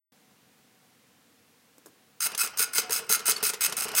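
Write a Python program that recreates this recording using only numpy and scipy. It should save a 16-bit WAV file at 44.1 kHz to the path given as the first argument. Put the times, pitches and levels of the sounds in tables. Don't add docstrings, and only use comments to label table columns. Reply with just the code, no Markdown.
import sys
import numpy as np
from scipy import signal
from scipy.fft import rfft, irfft, next_fast_len
from scipy.io import wavfile
from scipy.ndimage import map_coordinates

SR = 44100
rng = np.random.default_rng(int(sys.argv[2]) if len(sys.argv) > 2 else 0)


def store_wav(level_fs):
    pcm = np.round(np.clip(np.atleast_2d(level_fs), -1, 1) * 32767)
    wavfile.write(sys.argv[1], SR, pcm.T.astype(np.int16))


N = 176400


def amp(db):
    return 10 ** (np.asarray(db) / 20)


def unit(x):
    return x / np.sqrt(np.mean(x ** 2) + 1e-20)


def along(points, hz):
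    f, value = np.transpose(points)
    return np.interp(np.log(hz + 1), np.log(f + 1), value)


def level(rows):
    s, db = np.transpose(rows)
    return np.interp(np.arange(N) / SR, s, db, left=-120)


def wobble(rate):
    knots = rng.standard_normal(int(N * rate / SR) + 4)
    return map_coordinates(knots, [np.arange(N) * rate / SR])


def filtered(x, response):
    m = next_fast_len(N + SR // 2)
    return irfft(rfft(x, m) * response(np.fft.rfftfreq(m, 1 / SR)), m)[..., :N]


def resonances(table):
    def response(f):
        return sum((-1) ** k * amp(db) * 1j * f * width / (centre ** 2 - f * f + 1j * f * width)
                   for k, (centre, width, db) in enumerate(table))
    return response


def noise(spectrum):
    return unit(filtered(rng.standard_normal(N), lambda hz: amp(along(spectrum, hz))))


def add_blow(envelope, s, db, t60, attack):
    t = np.arange(N) / SR - s
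    on = slice(max(round(s * SR), 0), round(s * SR) + SR // 8)
    envelope[on] += amp(db - 60 * t[on] / t60) * (1 - np.exp(-np.abs(t[on]) / attack))


MODE_DRIFT_DB, MODE_DRIFT_RATE = 2, 40


def rung(force, table):
    grit = rng.standard_normal(N)
    total = 0
    for k, row in enumerate(table):
        caught = amp(MODE_DRIFT_DB * wobble(MODE_DRIFT_RATE))
        total = total + (-1) ** k * filtered(force * grit * caught, resonances([row]))
    return total / np.std(filtered(grit, resonances(table)))


# f/Hz, relative level/dB per Hz
HUSH_SPECTRUM = [(15, -63), (25, -31), (70, -50), (86, -8), (211, -1.5), (284, -2.5), (324, -10.5),
                 (461, -15), (791, -11), (1820, -11), (15800, -20)]
# f/Hz, width/Hz, level/dB
HUM_BANDS = [(231, 90, -74), (470, 60, -74), (753, 6.7, -80)]
HUSH_DB = -63


def hush():
    hum = np.zeros(N)
    for row in HUM_BANDS:
        band = filtered(rng.standard_normal(N), resonances([row]))
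        hum += amp(row[2]) * unit(band)
    return amp(HUSH_DB) * noise(HUSH_SPECTRUM) + hum


# f/Hz, t60/s
ROOM_DECAY = [(300, 0.9), (1400, 0.63), (5000, 0.26), (10000, 0.17), (15000, 0.11)]
ROOM_DB = -11.5


def room(x):
    out, hop = np.zeros(N + SR), SR // 5
    for i in range(0, N, hop):
        hz, t, z = signal.stft(rng.standard_normal(SR // 2), SR, nperseg=256)
        decay = amp(-60 * t / along(ROOM_DECAY, hz)[:, None])
        tail = signal.istft(z * decay, SR, nperseg=256)[1]
        wet = signal.fftconvolve(x[i:i + hop], tail / np.linalg.norm(tail))
        out[i + 200:][:len(wet)] += wet
    return out[:N]


# t/s, relative level/dB
RUMBLE_CURVE = [(2.2, -79), (2.48, -70), (2.72, -90), (3.012, -67), (3.036, -86), (3.102, -55),
                (3.192, -82), (3.858, -58), (4.0, -81)]
# f/Hz, relative level/dB per Hz
RUMBLE_SPECTRUM = [(20, -20), (30, -9), (110, -2), (160, -16), (300, -60)]


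def rumble():
    return amp(level(RUMBLE_CURVE) - 7.5 + 2.4 * wobble(17)) * noise(RUMBLE_SPECTRUM)


# t/s, relative level/dB
RUSTLE_CURVE = [(2.22, -75), (2.284, -45), (2.402, -61), (2.456, -49.5), (2.586, -55), (2.704, -54),
                (2.804, -50.5), (2.988, -54), (3.33, -48.5), (3.438, -50.5), (3.538, -58), (3.662, -49),
                (4.0, -45)]
# f/Hz, relative level/dB per Hz
RUSTLE_SPECTRUM = [(65, -38), (110, -6), (1380, 3), (1800, -3), (2130, -4.5), (2970, 3), (3510, -21.5),
                   (5160, -0.5), (6000, -8), (7800, -42), (13200, -120)]
RUSTLE_DB, RUSTLE_LUMPS_DB = 4, 5
TICKS_PER_S, TICK_DB, TICK_SPREAD_DB, TICK_T60 = 100, -1, 11, 0.0074


def rustle():
    db, ticks = level(RUSTLE_CURVE), np.zeros(N)
    chance = rng.uniform(size=(400, 2))
    times = RUSTLE_CURVE[0][0] + np.cumsum(chance[:, 0]) * 2 / TICKS_PER_S
    for s, size in zip(times, chance[:, 1]):
        if s < N / SR:
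            tick_db = db[int(s * SR)] + TICK_DB + TICK_SPREAD_DB * size
            add_blow(ticks, s, tick_db, TICK_T60, TOOTH_ATTACK_S)
    swell = amp(db + RUSTLE_DB + RUSTLE_LUMPS_DB * wobble(70))
    lumps = swell * noise(RUSTLE_SPECTRUM)
    return lumps + amp(-10) * ticks * noise(CRACK_SPECTRUM) + amp(5.0) * rung(ticks, PLATE_MODES)


SETTLE_S, SETTLE_DB = 0.0039, -7.5
THUMP_S = 0.00022


def landings(rows, modes, edge_spectrum):
    crack, push = np.zeros(N + SR), np.zeros(N + SR)
    all_flights = rng.uniform(0.496, 1.477, (len(rows), 3))
    for (s, crack_db, thump_db, t60), flights in zip(rows, all_flights):
        add_blow(crack[:N], s, crack_db, t60, attack=0.00087)
        for k, late in enumerate(np.cumsum(flights) - flights[0]):
            push[round((s + SETTLE_S * late) * SR)] += amp(thump_db + SETTLE_DB * k)
    body = resonances(modes)

    def soft_body(hz):
        return body(hz) / (1 + 2j * np.pi * hz * THUMP_S)

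    peak = np.abs(filtered(np.arange(N) == 0, soft_body)).max()
    return .5 * crack[:N] * noise(edge_spectrum) + filtered(push[:N], soft_body) / peak


# t/s, relative crack level/dB, thump peak level/dB, crack t60/s
KEY_KNOCKS = [(1.781, -40.5, -46.5, 0.024), (1.859, -39, -41, 0.052), (1.868, -53, -40.5, 0.023),
              (1.881, -53, -49, 0.046)]
# f/Hz, width/Hz, relative level/dB
DESK_MODES = [(284, 48, 2.5), (470, 170, 1), (1140, 190, -3), (1600, 270, -4)]
# f/Hz, relative level/dB
CLICK_SPECTRUM = [(1500, -28), (4000, -10), (6500, -1), (9000, -3), (13000, 0), (15800, -9)]


def key_clicks():
    return landings(KEY_KNOCKS, DESK_MODES, CLICK_SPECTRUM)


# t/s, rise/s, f/Hz, level/dB, t60/s
SQUEAK_TONES = [(3.36, 0.0064, 4480, -24.5, 0.024), (2.8, 0.076, 738, -41.5, 0.26)]


def squeaks():
    t, out = np.arange(N) / SR, np.zeros(N)
    for s, rise, hz, db, t60 in SQUEAK_TONES:
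        swell = np.clip((t - s) / rise, 0, 1)
        fall = amp(db - 60 * np.clip(t - s - rise, 0, 1) / t60)
        out += fall * swell * np.sin(2 * np.pi * hz * t)
    return out


# t/s, impulse level/dB
SNAP_TIMES = [(2.7830, -5), (3.1545, -9), (3.3198, -5)]
# f/Hz, width/Hz, level/dB
SNAP_MODES = [(1500, 2300, -27), (4500, 1200, 12), (9100, 9900, 2)]


def snaps():
    blows = np.zeros(N)
    for s, db in SNAP_TIMES:
        blows[round(s * SR)] = amp(db)
    return filtered(blows, resonances(SNAP_MODES))


# t/s, relative crack level/dB, thump peak level/dB, crack t60/s
FLAP_SLAPS = [(2.317, -30, -43, 0.036), (2.3485, -17, -39, 0.025), (2.466, -39, -43, 0.062),
              (2.473, -23, -74, 0.032), (2.597, -17, -32.5, 0.038), (2.782, -7.5, -27.5, 0.023),
              (2.818, -24, -53, .03), (2.8952, -20, -30, 0.022), (2.998, -30, -37, 0.051),
              (3.02, -37, -38.5, 0.015), (3.099, -20.5, -28.5, 0.023), (3.192, -27, -41, 0.064),
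              (3.203, -35, -42, .03), (3.288, -26, -31, 0.016), (3.3195, -15, -37, 0.026),
              (3.3632, -24.5, -41, 0.057), (3.38, -30, -39, 0.027), (3.404, -39, -46, 0.039),
              (3.4275, -41, -27, 0.035), (3.497, -14, -34, 0.022), (3.535, -15, -31.5, 0.016),
              (3.5408, -23, -38.5, 0.049), (3.686, -44, -38.5, .031), (3.696, -23, -40, 0.034),
              (3.71, -49, -41, 0.028), (3.7233, -18.5, -34.5, 0.042), (3.742, -35, -40, 0.01),
              (3.853, -22, -31.5, 0.015), (3.8825, -23, -42, 0.031), (3.889, -24, -38, 0.023),
              (3.9165, -20.5, -33.5, 0.018), (3.931, -37, -45, 0.013), (3.941, -51, -60, 0.026)]
# f/Hz, width/Hz, relative level/dB
FLAP_MODES = [(208, 51, -9.5), (409.6, 94, -2), (456.6, 48.4, 3), (528, 30, -6.5), (970, 400, -6.5)]
# f/Hz, relative level/dB
CRACK_SPECTRUM = [(300, -56), (1200, 5.5), (2500, 2), (4500, 4), (8000, 3.5), (12000, 1), (15500, -11.5)]


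def flap_slaps():
    return landings(FLAP_SLAPS, FLAP_MODES, CRACK_SPECTRUM)


FIRST_DB, FIRST_T60 = -5, 0.046
ONSET_S, ONSET_DB = .003, -15
RISE_DB, RISE_S = -7.5, .015
TOOTH_ATTACK_S, TOOTH_T60 = .0006, 0.013
TOOTH_JITTER, TOOTH_SCATTER_DB, TOOTH_DB = 0.028, 1, 1
SCRAPE_FADE_S, SCRAPE_FLUTTER_DB = 0.0013, -4.5
TREBLE_CRISP = 0.88
PLATE_DB, BROAD_DB = -8, -6
THIN_HZ = 770
# t/s, length/s, relative level/dB, gap after first tick/s, tooth period/s,
# scrape relative level/dB, sag over the run/dB, grit relative level/dB
DRIVE_RUNS = [(2.2044, 0.066, -22, 0.0113, 0.0067, -6.5, 2, -1),
              (2.3773, 0.051, -20, 0.0111, 0.0085, -1.5, 9.5, 0),
              (2.4318, 0.031, -21, 0.0085, 0.0072, -14.5, 6.5, 2),
              (2.5726, 0.073, -23, 0.0117, 0.0083, -1, 6, 0),
              (2.7335, 0.069, -21.5, 0.0134, 0.0039, -5.5, 3.7, -1.5),
              (2.9062, 0.087, -21, 0.0142, .008, -0.5, 12, 0.5),
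              (3.0927, 0.07, -19, 0.0063, 0.008, -6.5, 2, 0.5),
              (3.256, 0.061, -20.5, 0.0088, 0.0077, -6, 1.7, 2),
              (3.4277, 0.079, -18, 0.0082, 0.0052, -6.5, 12, 2.3),
              (3.608, 0.059, -19, 0.0083, 0.0074, -8, 2, 3.5), (3.7673, .044, -20, .0104, .0074, -18, 1, 2),
              (3.8202, .030, -21, .0091, .0078, -18, -1, 2),
              (3.95, 0.043, -18.5, 0.0126, 0.00556, -8, -1.2, 1.5)]
# f/Hz, width/Hz, relative level/dB
FRAME_MODES = [(1368, 98, -2), (2116, 69, -6), (2576, 71, -2.5), (4026, 62, -10), (5000, 383, -6),
               (6420, 135, 0.5), (7730, 280, -10.5), (7780, 70, 1), (8742, 235, 1.5), (9920, 220, -4.5),
               (11184, 290, -6.5), (12130, 145, -6.5), (14750, 740, -6), (16350, 160, -30)]
# f/Hz, width/Hz, relative level/dB
PLATE_MODES = [(1442, 30, 4), (2156, 35, -4), (2960, 35, -8), (4026, 50, -5), (4850, 40, -5),
               (5250, 30, -1), (6173, 25, -5), (6695, 35, -6), (7805, 40, -3), (8594, 25, -5),
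               (8725, 25, 3), (9540, 50, -6), (10547, 40, -6), (13000, 120, -4)]
# f/Hz, relative level/dB per Hz
GRIT_SPECTRUM = [(600, -25.5), (1200, -8), (3000, -7), (6000, -9), (9000, -4.5), (12500, -6.5),
                 (14500, -4.5), (15800, -12.5)]


def drive():
    force, bright, t = np.zeros(N), np.ones(N), np.arange(N) / SR
    flutter = amp(SCRAPE_FLUTTER_DB * wobble(370))
    for s, length, db, gap, period, scrape_db, sag_db, grit_db in DRIVE_RUNS:
        def shape_db(u):
            return db + RISE_DB * np.exp(-np.abs(u - gap) / RISE_S) - sag_db * u / length

        add_blow(force, s - ONSET_S, db + ONSET_DB, FIRST_T60, ONSET_S)
        add_blow(force, s, db + FIRST_DB, FIRST_T60, TOOTH_ATTACK_S)
        for k, (shift, size) in enumerate(rng.standard_normal((16, 2))):
            u = gap + period * (k + TOOTH_JITTER * shift * (k > 0))
            if u < length:
                tooth_db = shape_db(u) + TOOTH_DB + TOOTH_SCATTER_DB * size
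                add_blow(force, s + u, tooth_db, TOOTH_T60, TOOTH_ATTACK_S)
        u = t - s
        fade_in = np.clip((u - gap) / SCRAPE_FADE_S, 0, 1)
        fade_out = np.exp(-np.clip(u - length, 0, 1) / SCRAPE_FADE_S)
        force += fade_in * fade_out * flutter * amp(shape_db(np.clip(u, 0, length)) + scrape_db)
        bright[u > 0] = amp(grit_db)
    crisp = force ** TREBLE_CRISP
    crisp *= bright * np.std(force) / np.std(crisp)
    metal = rung(force, FRAME_MODES) + amp(PLATE_DB) * rung(force, PLATE_MODES)
    thin = filtered(metal, lambda hz: (1j * hz / (THIN_HZ + 1j * hz)) ** 2)
    return thin + amp(BROAD_DB) * crisp * noise(GRIT_SPECTRUM)


def scene():
    hits = drive() + flap_slaps() + key_clicks() + snaps() + squeaks()
    mono = hits + amp(ROOM_DB) * room(hits) + rustle() + rumble() + hush()
    return np.array([mono, mono])


START_S, TOP_HZ = 0.12, 15850


def record(dry):
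    started = np.arange(N) / SR > START_S
    return filtered(dry * started, lambda hz: hz < TOP_HZ)


dry = scene()
out = record(dry)
store_wav(out)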